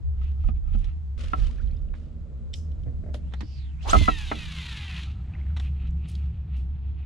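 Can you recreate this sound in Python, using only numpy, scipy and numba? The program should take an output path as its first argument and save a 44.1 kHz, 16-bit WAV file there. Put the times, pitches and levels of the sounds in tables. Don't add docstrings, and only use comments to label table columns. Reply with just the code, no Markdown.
import sys
import numpy as np
from scipy import signal
from scipy.fft import rfft, irfft, next_fast_len
from scipy.io import wavfile
from scipy.ndimage import uniform_filter1d
from numba import njit

SR = 44100
rng = np.random.default_rng(int(sys.argv[2]) if len(sys.argv) > 2 else 0)


def pcm_store(signal):
    levels = np.round(np.clip(np.atleast_2d(signal), -1, 1) * 32767)
    wavfile.write(sys.argv[1], SR, levels.astype(np.int16).T)


N = 311263
TIME = np.arange(N) / SR
AGE = TIME[:SR // 2]

# time in s, eddy pitch in Hz, level in dB.
TIP = [(3.78, 2280, -65), (3.81, 2620, -49), (3.85, 3700, -55), (3.888, 5000, -45.5), (3.902, 6500, -21.5),
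       (3.913, 7800, -25), (3.93, 8550, -41), (3.96, 7000, -89)]
# time in s, eddy pitch in Hz, level in dB.
SHAFT = [(3.8, 560, -79), (3.84, 710, -49), (3.86, 810, -30), (3.885, 980, -26), (3.91, 1240, -28.5),
         (3.94, 1400, -37.5), (3.97, 1000, -84)]
# time in s, level in dB.
WHIP = [(3.805, -68), (3.83, -43.5), (3.86, -45), (3.885, -53), (3.91, -33.5), (3.95, -44)]
# frequency in Hz, level in dB.
WHIP_TONE = [(1200, -11.5), (3000, 6), (6000, -3), (9000, -16), (14000, -42)]
BACK_FASTEST_S, BACK_HALF_S, BACK_HZ = 3.49, .255, 5000
BACK_LOUDEST_S, BACK_DB, BACK_RISE_S, BACK_FALL_S = 3.588, -50.5, 0.42, 0.28

# time in s, mean whine pitch in Hz.
SPOOL_HZ = [(3.94, 1009), (3.99, 1048), (4.09, 987), (4.2, 860), (4.38, 656), (4.5, 568.7), (4.7, 464),
            (4.9, 376), (5.06, 303.3)]
# frequency in Hz, level in dB.
REEL_BODY = [(350, -30), (600, -19), (760, -6), (1000, -6), (1250, -10), (1500, -7), (1850, 2), (2050, 3),
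             (2300, -2), (2570, 7), (2750, 0), (2900, -2), (3200, 0), (3750, 2.5), (4100, -6), (4600, -12),
             (6000, -21), (8000, -40)]
# multiple of the spool's pitch, level in dB.
BEARINGS = [(1.3, -10), (2.2, -13), (2.75, -9), (3.35, -5), (4.2, -6), (4.85, -4.5), (5.55, -3),
            (6.5, -4.5), (7.4, -5), (8.4, -5.5)]
SPIN_UP_S, SPIN_RISE_S, WHINE_DB, WHINE_SPEED_DB = 3.97, 0.066, -56.5, 16
ROUGH_PER_ORDER, ROUGH_SLOW, BEARING_ROUGH = .095, .5, .85
SPOOL_WOBBLE, SLOW_WOBBLE = .003, .005

# frequency in Hz, level in dB.
HISS_TONE = [(260, -54), (450, -9.5), (559, -18.5), (658, -11), (749, -32), (808, -11.5), (872, -6),
             (1270, -6), (1400, -4.5), (1900, -5.5), (2660, 4), (3970, 1), (6000, -19.5), (7800, -73.5),
             (13200, -120)]
# frequency in Hz, level in dB.
RUSH_TONE = [(2820, -15), (4800, -2), (6400, 2), (8670, -7.5), (10100, -6), (11100, -15), (14000, -22.5),
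             (15000, -52.5)]
# time in s, level in dB.
PAYOUT = [(3.92, -0.5), (4.03, 1.5), (4.13, -4.5), (4.25, -3), (4.4, -2), (4.6, 0.5), (4.92, 0),
          (5.04, 1.5)]
RELEASE_S, RELEASE_RISE_S, SURGE_S, STOP_S, STOP_T60_S = 3.89, 0.022, 0.21, 4.995, 0.44
HISS_DB, HISS_SURGE_DB = -44.5, 11.5
RUSH_DB, RUSH_SURGE_DB, RUSH_SAG_DB_PER_S = -53.5, 15, 6.5

# time in s, level in dB.
PRESSES = [(2.5324, -37), (2.5377, -23.5)]
# frequency in Hz, level in dB, t60 in s.
THUMB_BAR = [(2600, -20, .028), (3120, -9.5, 0.03), (3530, -4.5, 0.018), (3840, -14, 0.016),
             (4550, -19, .03), (5200, -14, 0.036), (5640, -16, 0.033), (7650, -13, 0.011)]
# time in s, level in dB, body relative level
# in dB, click t60 in s.
CLICKS = [(.842, -39.5, -2.5, 0.065), (1.177, -39, 7, 0.0082), (1.938, -53, 20, 0.047),
          (2.716, -49, -18.5, 0.025), (2.834, -52, -19, 0.035), (3.142, -32, 2.5, 0.037),
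          (3.322, -52, 12, 0.059), (3.3361, -31.5, 5.5, 0.04), (3.4066, -31, 3.5, 0.064),
          (4.315, -32, 22.5, 0.028), (5.031, -31, -12, 0.067), (5.565, -35, 5, 0.021),
          (5.569, -35, -0.5, 0.071), (5.5981, -29, -1, 0.029), (5.871, -49.5, -4, 0.086),
          (6.566, -49.5, -16, 0.04)]
# frequency in Hz, level in dB, t60 in s.
REEL = [(1410, -21, 0.05), (2520, -18.5, 0.056), (3080, 2.5, 0.032), (3500, -1.5, 0.043), (3920, -3, 0.019),
        (5500, -7.5, 0.036)]
# frequency in Hz, level in dB.
CLICK_TONE = [(1060, -53.5), (1800, -5.5), (3790, 7), (4820, -11), (5500, -5), (9370, -21), (14100, -44.5),
              (15000, -40.5)]
# frequency in Hz, level in dB.
CLICK_BODY = [(250, 4), (450, -7), (600, -7.5), (800, -3), (1300, -5.5), (1900, -4), (2600, -12.5)]
# peak time in s, level in dB, 20 dB rise in s, t60 in s.
RASPS = [(.47, -71, 0.29, .15), (.79, -61, 0.034, 0.15), (0.845, -69, .012, 0.31), (2.55, -56, .006, 0.3),
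         (3.144, -49, 0.0087, 0.13), (5.598, -59, 0.019, 0.4), (6.087, -55, 0.017, 0.41),
         (6.571, -64, 0.027, 0.32)]
# frequency in Hz, level in dB.
RASP_TONE = [(1500, -22), (3000, 8), (5000, 0.5), (7500, -5), (10000, -5.5), (14000, -28.5)]
# frequency in Hz, level in dB.
SPRING_TONE = [(4000, -20), (5300, 1.5), (5650, -8), (6000, 0), (6600, -9), (7600, -8), (8600, -15),
               (12000, -26.5)]
SPRING_S, SPRING_DB, SPRING_T60_S = 2.558, -53, 0.33

# peak time in s, level in dB, s to rise or fall by 20 dB,
# line scrape relative level in dB.
PUSHES = [(.255, -58, .095, -7), (.435, -61.5, .05, -9), (.488, -56.5, .025, -9), (.568, -60, .03, -16),
          (.69, -63.5, .06, -11), (.748, -55, .032, -9), (.865, -59, .11, -8), (5.65, -53.5, .075, -15),
          (5.83, -56.5, .1, -26), (6.055, -57.5, .085, -26), (6.2, -60, .15, -10), (6.39, -68, .1, -26),
          (6.56, -59, .1, -20), (6.88, -65.5, .08, -24), (7.03, -60.5, .1, -24)]
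# frequency in Hz, level in dB.
GEAR_TONE = [(500, -21), (780, -1.5), (1020, -9.5), (1290, 3), (1500, -7), (2000, 0), (2650, -2.5),
             (3300, -1.5), (4250, -8.5), (5100, -29.5), (6200, -31.5), (7500, -26), (12000, -46.5)]
# frequency in Hz, level in dB.
SCRAPE_TONE = [(1500, 4.5), (2200, -0.5), (3200, 4.5), (5000, -5), (7000, -10), (9000, -28)]
WHIRR_S, WHIRR_DB = 3.8, -69
# time in s, level in dB, pitch in Hz, t60 in s.
TICKS = [(5.909, -52, 6200, .012), (6.086, -42, 8500, .03), (6.097, -44, 9000, .025),
         (6.1154, -48, 8000, .02), (6.1529, -34, 4050, .018), (6.1624, -45, 3180, .02)]

# peak time in s, level in dB, 20 dB rise in s, 20 dB fall in s.
SWAYS = [(.24, -25.5, 0.088, 0.067), (0.492, -19.5, 0.12, 0.16), (0.762, -17, 0.13, 0.17),
         (1.18, -25, 0.058, 0.24), (1.41, -19.5, 0.083, 0.15), (1.641, -23, 0.11, 0.54),
         (2.868, -37, 0.63, 1.5), (3.977, -11.5, 0.11, 0.16), (4.25, -41.5, 0.19, 3.3),
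         (5.859, -32, 0.24, 0.21), (6.8, -44.5, 0.76, 0.17)]
# frequency in Hz, level in dB.
SWAY_TONE = [(20, -4.5), (30, 0.0), (45, -0.5), (60, -7.0), (120, -21.0), (250, -42.5)]
# time in s, level in dB, pitch in Hz, t60 in s.
JOLTS = [(.488, -25.5, 212, 0.099), (0.749, -27, 216.3, 0.14), (1.385, -17, 37.5, 0.72),
         (2.864, -23.5, 110.6, 0.19), (2.869, -38, 265, 0.2), (3.41, -34, 216, 0.18),
         (3.43, -31.5, 303, 0.086), (3.94, -20.5, 206.5, 0.32), (3.974, -9, 42, 0.046),
         (4.012, -6, 74.5, 0.073), (4.014, -24.5, 292, 0.085), (4.082, -21.5, 219, 0.099),
         (4.322, -32, 224, 0.29)]
# time in s, level in dB, low ring relative level in dB,
# crack relative level in dB.
KNOCKS = [(0.2145, -51.5, -9.5, -15), (0.4394, -52, 1, -28), (0.4867, -46, 5.5, -3), (0.7487, -50.5, 5, -4),
          (1.3333, -21.5, -9.5, -13), (3.9312, -13, -7, -20.5), (3.9378, -27, -36.5, -28),
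          (3.94, -23.5, 8.5, -34), (3.948, -17.5, -27, -16), (3.9544, -26, 0.5, -14),
          (4.0784, -17, -22, -48), (4.084, -15.5, -9.5, -13), (4.317, -27, -2, -17)]
# frequency in Hz, level in dB, t60 in s, phase between the microphone
JOINT = [(301, -16, 0.26, 1.43), (412, -14.5, 0.19, 2.4), (637, -3.5, 0.063, 2.3), (712, 0.5, 0.046, 2.3),
         (782, 0, 0.089, 3.5), (1103, -0.5, 0.056, 3.4), (1296, 4, 0.05, 2.24), (1310, -9, 0.028, 4.3),
         (1510, -34, 0.021, 1.1), (1940, -13.5, 0.016, .3), (2560, -29, 0.019, .3)]
# frequency in Hz, level in dB.
CRACK_TONE = [(200, 24.5), (1500, 7.0), (2800, 6.0), (6000, -28.0), (9000, -35.0)]
# peak time in s, level in dB, s to rise or fall by 20 dB.
CREAKS = [(.18, -71, .08), (.385, -68, .03), (.5, -63, .045), (.69, -63, .06), (.88, -70, .07),
          (1.41, -58, .07), (5.08, -61, .05), (5.16, -62, .02), (5.205, -63, .02), (5.52, -69, .07),
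          (6.24, -66, .04)]
# time in s, level in dB, pitch in Hz, t60 in s.
BUMPS = [(.44, -52, 885, 0.034), (.487, -51, 694, 0.035), (2.862, -48, 479, 0.18), (3.035, -42, 417, 0.053),
         (3.061, -43.5, 603, 0.084), (3.085, -49.5, 603, 0.19), (3.144, -39, 594, 0.086),
         (4.012, -33, 663, 0.04), (4.319, -43.5, 309.4, 0.24)]
# frequency in Hz, level in dB.
RUSTLE_TONE = [(300, 14.0), (700, 7.0), (1000, -14.0), (2000, -8.0), (3500, -35.5)]

# time in s, level in dB, 20 dB attack in s, hold in s, t60 in s.
SPLASHES = [(1.178, -51, .001, 0.094, 1), (1.344, -51.5, 0.054, 0.032, 0.42),
            (1.57, -75, 0.019, 0.11, 0.93), (1.949, -63.5, 0.0018, 0.0091, 0.62)]
# frequency in Hz, level in dB.
SPRAY_TONE = [(290, -7), (500, 0), (684, 1.5), (755, -15), (1300, 2), (1580, -6.5), (2920, 0), (4350, -5),
              (9790, -20), (13800, -47), (15000, -57)]
# time in s, level in dB, starting bubble pitch in Hz, t60 in s.
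DROPS = [(1.455, -46.5, 2820, 0.081), (1.497, -52, 880, 0.095), (1.576, -50, 2500, 0.013),
         (1.583, -50, 1550, 0.068), (1.5927, -50, 2250, .015), (1.6, -47, 1330, 0.074),
         (1.634, -54, 3690, 0.012), (1.673, -53, 3900, 0.013), (1.678, -53, 3050, 0.025),
         (1.7075, -52, 2390, 0.013), (1.712, -50, 4130, 0.011), (1.725, -55, 2270, 0.02),
         (1.767, -52, 4900, 0.011), (1.7725, -50, 3500, 0.012), (1.887, -48, 2800, 0.007),
         (5.337, -41.5, 2460, 0.023), (5.351, -40.5, 1940, 0.028), (5.413, -42, 2100, 0.016),
         (5.466, -47, 1740, 0.015), (5.502, -47, 1390, 0.018)]
# frequency in Hz, level in dB.
SLOSH_TONE = [(600, 3), (1000, -6.5), (1600, -2), (2100, -1), (2800, -5), (4200, -14.5), (6000, -36)]
SLOSH_DB = -59
DRIP_S, DRIP_LENGTH_S, DRIP_DB = 1.49, 0.34, -63
LAP_S, LAP_DB, LAP_WIDTH_S = 5.4, -59.5, 0.31

# time in s, level in dB.
DRONE = [(0, -23.5), (1.1, -30.5), (1.9, -37.5), (2.9, -30.5), (4.9, -37), (5.2, -28), (7.0, -28.5)]
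# time in s, level in dB.
RUMBLE = [(0, -58.5), (1.1, -50.5), (1.4, -52), (2.9, -44), (3.9, -47.5), (4.3, -43.5), (6.2, -40.5),
          (7.0, -47)]
# frequency in Hz, level in dB.
HULL_TONE = [(53, -35.5), (90, -5), (97, -2.5), (162, -4), (177, -12.5), (194, -13), (280, -26.5),
             (318, -25.5), (563, -48.5), (600, -41), (780, -66.5), (1320, -120)]
# time in s, level in dB.
WASH = [(1.15, -59), (1.22, -52), (3.2, -52), (3.5, -60), (3.8, -78.5)]
# frequency in Hz, level in dB.
WASH_TONE = [(120, -43.5), (200, -11), (232, 7.5), (264, -23), (298, -4.5), (377, -15), (441, -10.5),
             (630, -15.5), (838, -41), (1400, -29), (1820, -66), (3080, -120)]
DRONE_HZ, THROB_PER_S, THROB_DEPTH = 68.8, 21, 0.72

# frequency in Hz, level in dB.
AIR_TONE = [(180, -27), (300, -0.5), (486, -35), (715, -5), (1050, -12), (3870, -22.5), (5500, -30),
            (7700, -31), (11000, -50.5), (14000, -60.5)]
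# time in s, level in dB.
AIR_TREBLE = [(0, 3), (1.1, 3.5), (1.3, 0.5), (3.7, 8), (5.3, 2.5), (6.2, -1.5), (6.7, -6), (7.0, -6)]
# time in s, side share.
WIDTH = [(0, 1), (1.2, 0.9), (3.3, 0.94), (3.9, 1), (4.0, 0.69), (4.3, 0.11), (7, 0.6)]
# time in s, side level in dB.
IMAGE = [(4.35, -3), (4.5, 0.5), (4.65, -67), (7, -7.5)]
TOP_HZ = 15500


def amp(db):
    return 10 ** (np.asarray(db) / 20)


def unit(x):
    return x / np.sqrt(np.mean(x ** 2))


def curve(rows, axis=1):
    rows = np.array(rows)
    return np.interp(TIME, rows[:, 0], rows[:, axis])


def swell(rows, axis=1):
    outside = np.maximum(rows[0][0] - TIME, 0) + np.maximum(TIME - rows[-1][0], 0)
    return amp(curve(rows, axis=axis)) * np.exp(-outside / .012)


def hump(s, rise_s, fall_s):
    return amp(-20 * np.maximum((s - TIME) / rise_s, (TIME - s) / fall_s))


def stroke(s, width_s):
    return amp(-20 * ((TIME - s) / width_s) ** 2)


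def held(start_s, end_s, rise_s, t60):
    rise = amp(-20 * np.maximum(start_s - TIME, 0) / rise_s)
    return rise * np.exp(-np.log(1000) * np.maximum(TIME - end_s, 0) / t60)


def fade(t60):
    return np.exp(-np.log(1000) * AGE / max(t60, .002))


def walk(rate):
    k = max(int(SR / rate), 1)
    steps = rng.standard_normal(N)[np.arange(N) // k]
    return unit(uniform_filter1d(steps, k))


def noise(grain_db=0, spread=1):
    mid, side, size = rng.standard_normal((3, N))
    share = spread * curve(WIDTH)
    stereo = (mid + share * np.array([side, -side])) / np.hypot(1, share)
    return unit(stereo * amp(grain_db * size))


def colour(x, points):
    hz, db = np.transpose(points)
    size = next_fast_len(N)
    octave = np.log2(np.maximum(np.fft.rfftfreq(size, 1 / SR), 1))
    past = octave - np.clip(octave, np.log2(hz[0]), np.log2(hz[-1]))
    gain = amp(np.interp(octave, np.log2(hz), db) - 31 * abs(past))
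    return unit(irfft(rfft(x, size) * gain, size)[..., :N])


@njit
def svf(x, hz, width):
    y, band, low = np.empty(len(x)), 0., 0.
    for i in range(len(x)):
        g, k = np.tan(np.pi * hz[i] / SR), width[i] / hz[i]
        v = (band + g * (x[i] - low)) / (1 + g * (g + k))
        band, low, y[i] = 2 * v - band, low + 2 * g * v, k * v
    return y


def resonate(x, hz, width):
    hz, width = hz * np.ones(N), width * np.ones(N)
    ringing = np.array([svf(svf(c, hz, width), hz, width) for c in x])
    return unit(ringing / np.sqrt(width))


def pan(db):
    return amp([[db / 2], [-db / 2]])


def add(out, s, sound):
    i = max(int(s * SR), 0)
    out[:, i:i + sound.shape[-1]] += sound[..., :N - i]


def burst(source, s, t60):
    return source.take(int(s * SR) + np.arange(len(AGE)), axis=1, mode="wrap") * fade(t60)


def eddies(hz, spread):
    return resonate(noise(), hz, spread * hz) + amp(-4.5) * resonate(noise(), 0.59 * hz, 0.36 * hz)


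def rod():
    back_speed = 1 / (1 + ((TIME - BACK_FASTEST_S) / BACK_HALF_S) ** 2)
    back = eddies(BACK_HZ * np.maximum(back_speed, .2), spread=0.23)
    back = back * amp(BACK_DB) * hump(BACK_LOUDEST_S, BACK_RISE_S, BACK_FALL_S)
    forward = eddies(curve(TIP), spread=0.075) * swell(TIP, axis=2)
    forward = forward + colour(noise(), WHIP_TONE) * swell(WHIP)
    shaft_hz = curve(SHAFT)
    whistle = resonate(noise(), shaft_hz, .22 * shaft_hz)
    shaft = whistle + amp(-3.5) * resonate(noise(), 0.47 * shaft_hz, 1.1 * shaft_hz)
    shaft = shaft * swell(SHAFT, axis=2)
    return (back * pan(-6) + forward * pan(-1.7) + shaft) / 2


def partial(phase, rough):
    shudder = rough * (walk(260) + 1j * walk(260)) / np.sqrt(2)
    return np.sqrt(2 / (1 + rough ** 2)) * np.imag((1 + shudder) * np.exp(1j * phase))


def whine(count=9):
    hz = curve(SPOOL_HZ)
    speed = (hz - hz.min()) / np.ptp(hz)
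    slow = (1 - speed) ** 2
    wobble = (SPOOL_WOBBLE + SLOW_WOBBLE * slow) * walk(170)
    phase = 2 * np.pi * np.cumsum(hz * (1 + wobble)) / SR
    body_hz, body_db = np.transpose(REEL_BODY)
    out = 0
    for k in range(1, count + 1):
        db = np.interp(k * hz, body_hz, body_db) - 7 * speed ** 2 * (k % 2)
        db = db - (4 * speed ** 2 - 1.5) * (k > 3) - 1.5 * (k > 5) - .5 + 1.5 * walk(35)
        rough = ROUGH_PER_ORDER * k * (1 + ROUGH_SLOW * slow * (k > 3))
        out = out + amp(db) * partial(k * phase, rough)
    for k, bearing_db in BEARINGS:
        db = bearing_db + np.interp(k * hz, body_hz, body_db) + 2 * (speed - 1) + 3 * walk(25)
        out = out + amp(db) * partial(k * phase, BEARING_ROUGH)
    level = amp(WHINE_DB + WHINE_SPEED_DB * speed ** 2.9)
    return out * level * held(SPIN_UP_S, STOP_S, SPIN_RISE_S, 0.095)


def line():
    flight_s = np.maximum(TIME - RELEASE_S, 0)
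    surge = np.exp(-flight_s / SURGE_S)
    hiss = colour(noise(4.1), HISS_TONE) * amp(HISS_DB + HISS_SURGE_DB * surge)
    rush_db = RUSH_DB + RUSH_SURGE_DB * surge - RUSH_SAG_DB_PER_S * flight_s
    rush = colour(noise(3.1), RUSH_TONE) * amp(rush_db)
    flutter_db = 1.8 * walk(220) + 1.1 * walk(45)
    running = held(RELEASE_S, STOP_S, RELEASE_RISE_S, STOP_T60_S)
    return (hiss + rush) * running * amp(curve(PAYOUT) + flutter_db)


def thumb_bar():
    out = np.zeros((2, N))
    tick = colour(noise(), CLICK_TONE)
    for s, db in PRESSES:
        ring = 0
        for hz, mode_db, t60 in THUMB_BAR:
            detuned_hz = hz * (1 + 0.0037 * rng.standard_normal())
            ring = ring + amp(mode_db) * fade(t60) * np.sin(2 * np.pi * detuned_hz * AGE)
        sound = ring + amp(-11) * burst(tick, s, 0.04)
        add(out, s, amp(db) * sound * (1 - fade(0.0059)) * pan(-2.2))
    return out


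def tackle():
    out = np.zeros((2, N))
    tick, body = colour(noise(), CLICK_TONE), colour(noise(), CLICK_BODY)
    for s, db, body_db, t60 in CLICKS:
        ring = 0
        for hz, mode_db, mode_t60 in REEL:
            detuned_hz = hz * (1 + 0.0055 * rng.standard_normal())
            ring = ring + amp(mode_db) * fade(mode_t60) * np.sin(2 * np.pi * detuned_hz * AGE)
        sound = amp(-9.0) * burst(tick, s, t60) + amp(-22.0 - 0.55 * body_db) * ring
        sound = sound + amp(body_db - 11.0) * burst(body, s, 1.57 * t60)
        side = pan(-5 * np.interp(s, *np.transpose(WIDTH)))
        add(out, s, amp(db) * sound * (1 - fade(0.0031)) * side)
    spring = colour(noise(3), SPRING_TONE) * amp(SPRING_DB) * held(SPRING_S, SPRING_S, 0.016, SPRING_T60_S)
    rasp_level = sum(amp(db) * held(s, s, rise, t60) for s, db, rise, t60 in RASPS)
    return out + spring + colour(noise(1.7), RASP_TONE) * rasp_level


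def winding():
    effort = sum(amp(db) * stroke(s, width) for s, db, width, _ in PUSHES)
    effort = np.hypot(effort, amp(WHIRR_DB) * held(WHIRR_S, TIME[-1], 0.08, 1))
    rub = colour(noise(6), GEAR_TONE) * amp(2.6 * walk(60))
    gears = resonate(noise(4), 2600, 700) * amp(2 * walk(80))
    gears = gears * np.sqrt(effort / effort.max())
    scrape = colour(noise(8), SCRAPE_TONE) * amp(3 * walk(90))
    scrape = scrape * sum(amp(db + scrape_db) * stroke(s, width) for s, db, width, scrape_db in PUSHES)
    return (rub * amp(-5.5) + gears * amp(-2.5)) * effort + scrape


def ticks():
    out = np.zeros((2, N))
    for s, db, hz, t60 in TICKS:
        centre = hz * np.ones(len(AGE))
        width = .7 * centre
        snaps = rng.standard_normal((2, len(AGE))) * fade(t60)
        crack = np.array([svf(svf(c, centre, width), centre, width) for c in snaps])
        add(out, s, amp(db - 2) * crack / abs(crack).max())
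    return out


def pole():
    sway = colour(rng.standard_normal(N), SWAY_TONE)
    sway = signal.hilbert(sway, next_fast_len(N))[:N]
    sway_level = sum(amp(db) * hump(s, rise, fall) for s, db, rise, fall in SWAYS)
    out = np.array([sway.imag, sway.real]) * sway_level * pan(-9.5)
    for s, db, hz, t60 in JOLTS:
        thump = np.sin(2 * np.pi * hz * AGE + np.array([[-1.8], [0]]))
        add(out, s, amp(db) * pan(-7.0) * fade(t60) * (1 - fade(0.0036)) * thump)
    crack = colour(noise(spread=.4), CRACK_TONE)
    for s, db, low_db, crack_db in KNOCKS:
        ring = 0
        for hz, mode_db, t60, lag in JOINT:
            detuned_hz = hz * (1 + 0.022 * rng.standard_normal())
            phase = 2 * np.pi * detuned_hz * AGE + np.array([[lag], [-lag]]) / 2
            ring = ring + amp(mode_db + 0.85 * low_db * (hz < 900)) * fade(t60) * np.sin(phase)
        snap = amp(crack_db) * burst(crack, s, 0.062) * (1 - fade(0.0017))
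        add(out, s, amp(db + 7.0) * pan(-0.28) * (ring * (1 - fade(0.01)) + snap))
    return out


def creaks():
    ring = resonate(noise(2), 1290, 130) + amp(-5.5) * resonate(noise(3), 760, 160)
    return ring * sum(amp(db) * stroke(s, width) for s, db, width in CREAKS)


def bumps():
    out = np.zeros((2, N))
    rustle = colour(noise(4.7), RUSTLE_TONE)
    for s, db, hz, t60 in BUMPS:
        thud = fade(t60) * np.sin(2 * np.pi * hz * AGE)
        contact = amp(4.0) * thud + amp(3.5) * burst(rustle, s, t60)
        add(out, s, amp(db) * contact * (1 - fade(0.014)))
    return out


def bubble(hz, t60):
    return fade(t60) * (1 - fade(0.0038)) * np.sin(2 * np.pi * hz * (AGE + 8 * AGE ** 2))


def gurgle(level, start_s, length_s, low_hz, high_hz, cycles, count):
    out = np.zeros((2, N))
    for when, pitch, size, side in rng.random((count, 4)):
        s = start_s + when * length_s
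        hz = low_hz * (high_hz / low_hz) ** pitch
        gain = np.interp(s, TIME, level) * amp(10 * size)
        add(out, s, gain * pan(8 * side - 4) * bubble(hz, cycles / hz))
    return out


def water():
    splash = sum(amp(db) * held(s + attack, s + attack + hold, attack, t60)
                 for s, db, attack, hold, t60 in SPLASHES)
    out = colour(noise(7.4), SPRAY_TONE) * splash * amp(3.1 * walk(120))
    out = out + gurgle(splash * amp(-7.0), 1.1, 0.99, 1400, 6000, cycles=38, count=300)
    drip = amp(DRIP_DB) * np.ones(N)
    out = out + gurgle(drip, DRIP_S, DRIP_LENGTH_S, 1380, 5600, cycles=24, count=45)
    lap = hump(LAP_S, LAP_WIDTH_S, LAP_WIDTH_S)
    out = out + gurgle(amp(LAP_DB) * lap, 5.08, 0.33, 650, 2900, cycles=15, count=200)
    out = out + colour(noise(5.3), SLOSH_TONE) * amp(SLOSH_DB + 2.3 * walk(70)) * lap
    for s, db, hz, t60 in DROPS:
        add(out, s, amp(db) * bubble(hz, t60))
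    return out


def boat():
    phase = 2 * np.pi * np.cumsum(DRONE_HZ + 3.4 * walk(16)) / SR
    side_phase = 0.75 * curve(WIDTH) * np.array([walk(4.5), walk(12)])
    drone = np.sqrt(2) * np.sin(phase + side_phase)
    throb = unit(np.tanh(1 + THROB_DEPTH * walk(THROB_PER_S)))
    drone = drone * throb + amp(-9.0) * resonate(noise(), 73.0, 42)
    drone = drone * amp(curve(DRONE) - 0.66)
    rumble = colour(noise(spread=0.27), HULL_TONE) + amp(-7.0) * resonate(noise(spread=0.27), 164.7, 8.4)
    wash = colour(noise(1.4, spread=0.82), WASH_TONE) + amp(-7.0) * resonate(noise(spread=0.58), 226.6, 26)
    return drone + rumble * amp(curve(RUMBLE)) + wash * swell(WASH)


def air():
    hiss = colour(noise(), AIR_TONE)
    high_pass = signal.butter(2, 4500, "high", fs=SR, output="sos")
    treble = signal.sosfiltfilt(high_pass, hiss)
    return (hiss + treble * (amp(curve(AIR_TREBLE)) - 1)) * amp(-66.5 + 0.35 * walk(0.28))


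def scene():
    cast = rod() + whine() + line()
    reel = thumb_bar() + tackle() + winding() + ticks()
    handling = pole() + creaks() + bumps()
    return cast + reel + handling + water() + boat() + air()


def record(dry):
    mid = (dry[0] + dry[1]) / 2
    side = (dry[0] - dry[1]) / 2 * amp(curve(IMAGE))
    ending = np.minimum((TIME[-1] - TIME) / .008, 1)
    top_cut = signal.ellip(8, .2, 70, TOP_HZ, fs=SR, output="sos")
    return ending * signal.sosfilt(top_cut, [mid + side, mid - side])


dry = scene()
out = record(dry)
pcm_store(out)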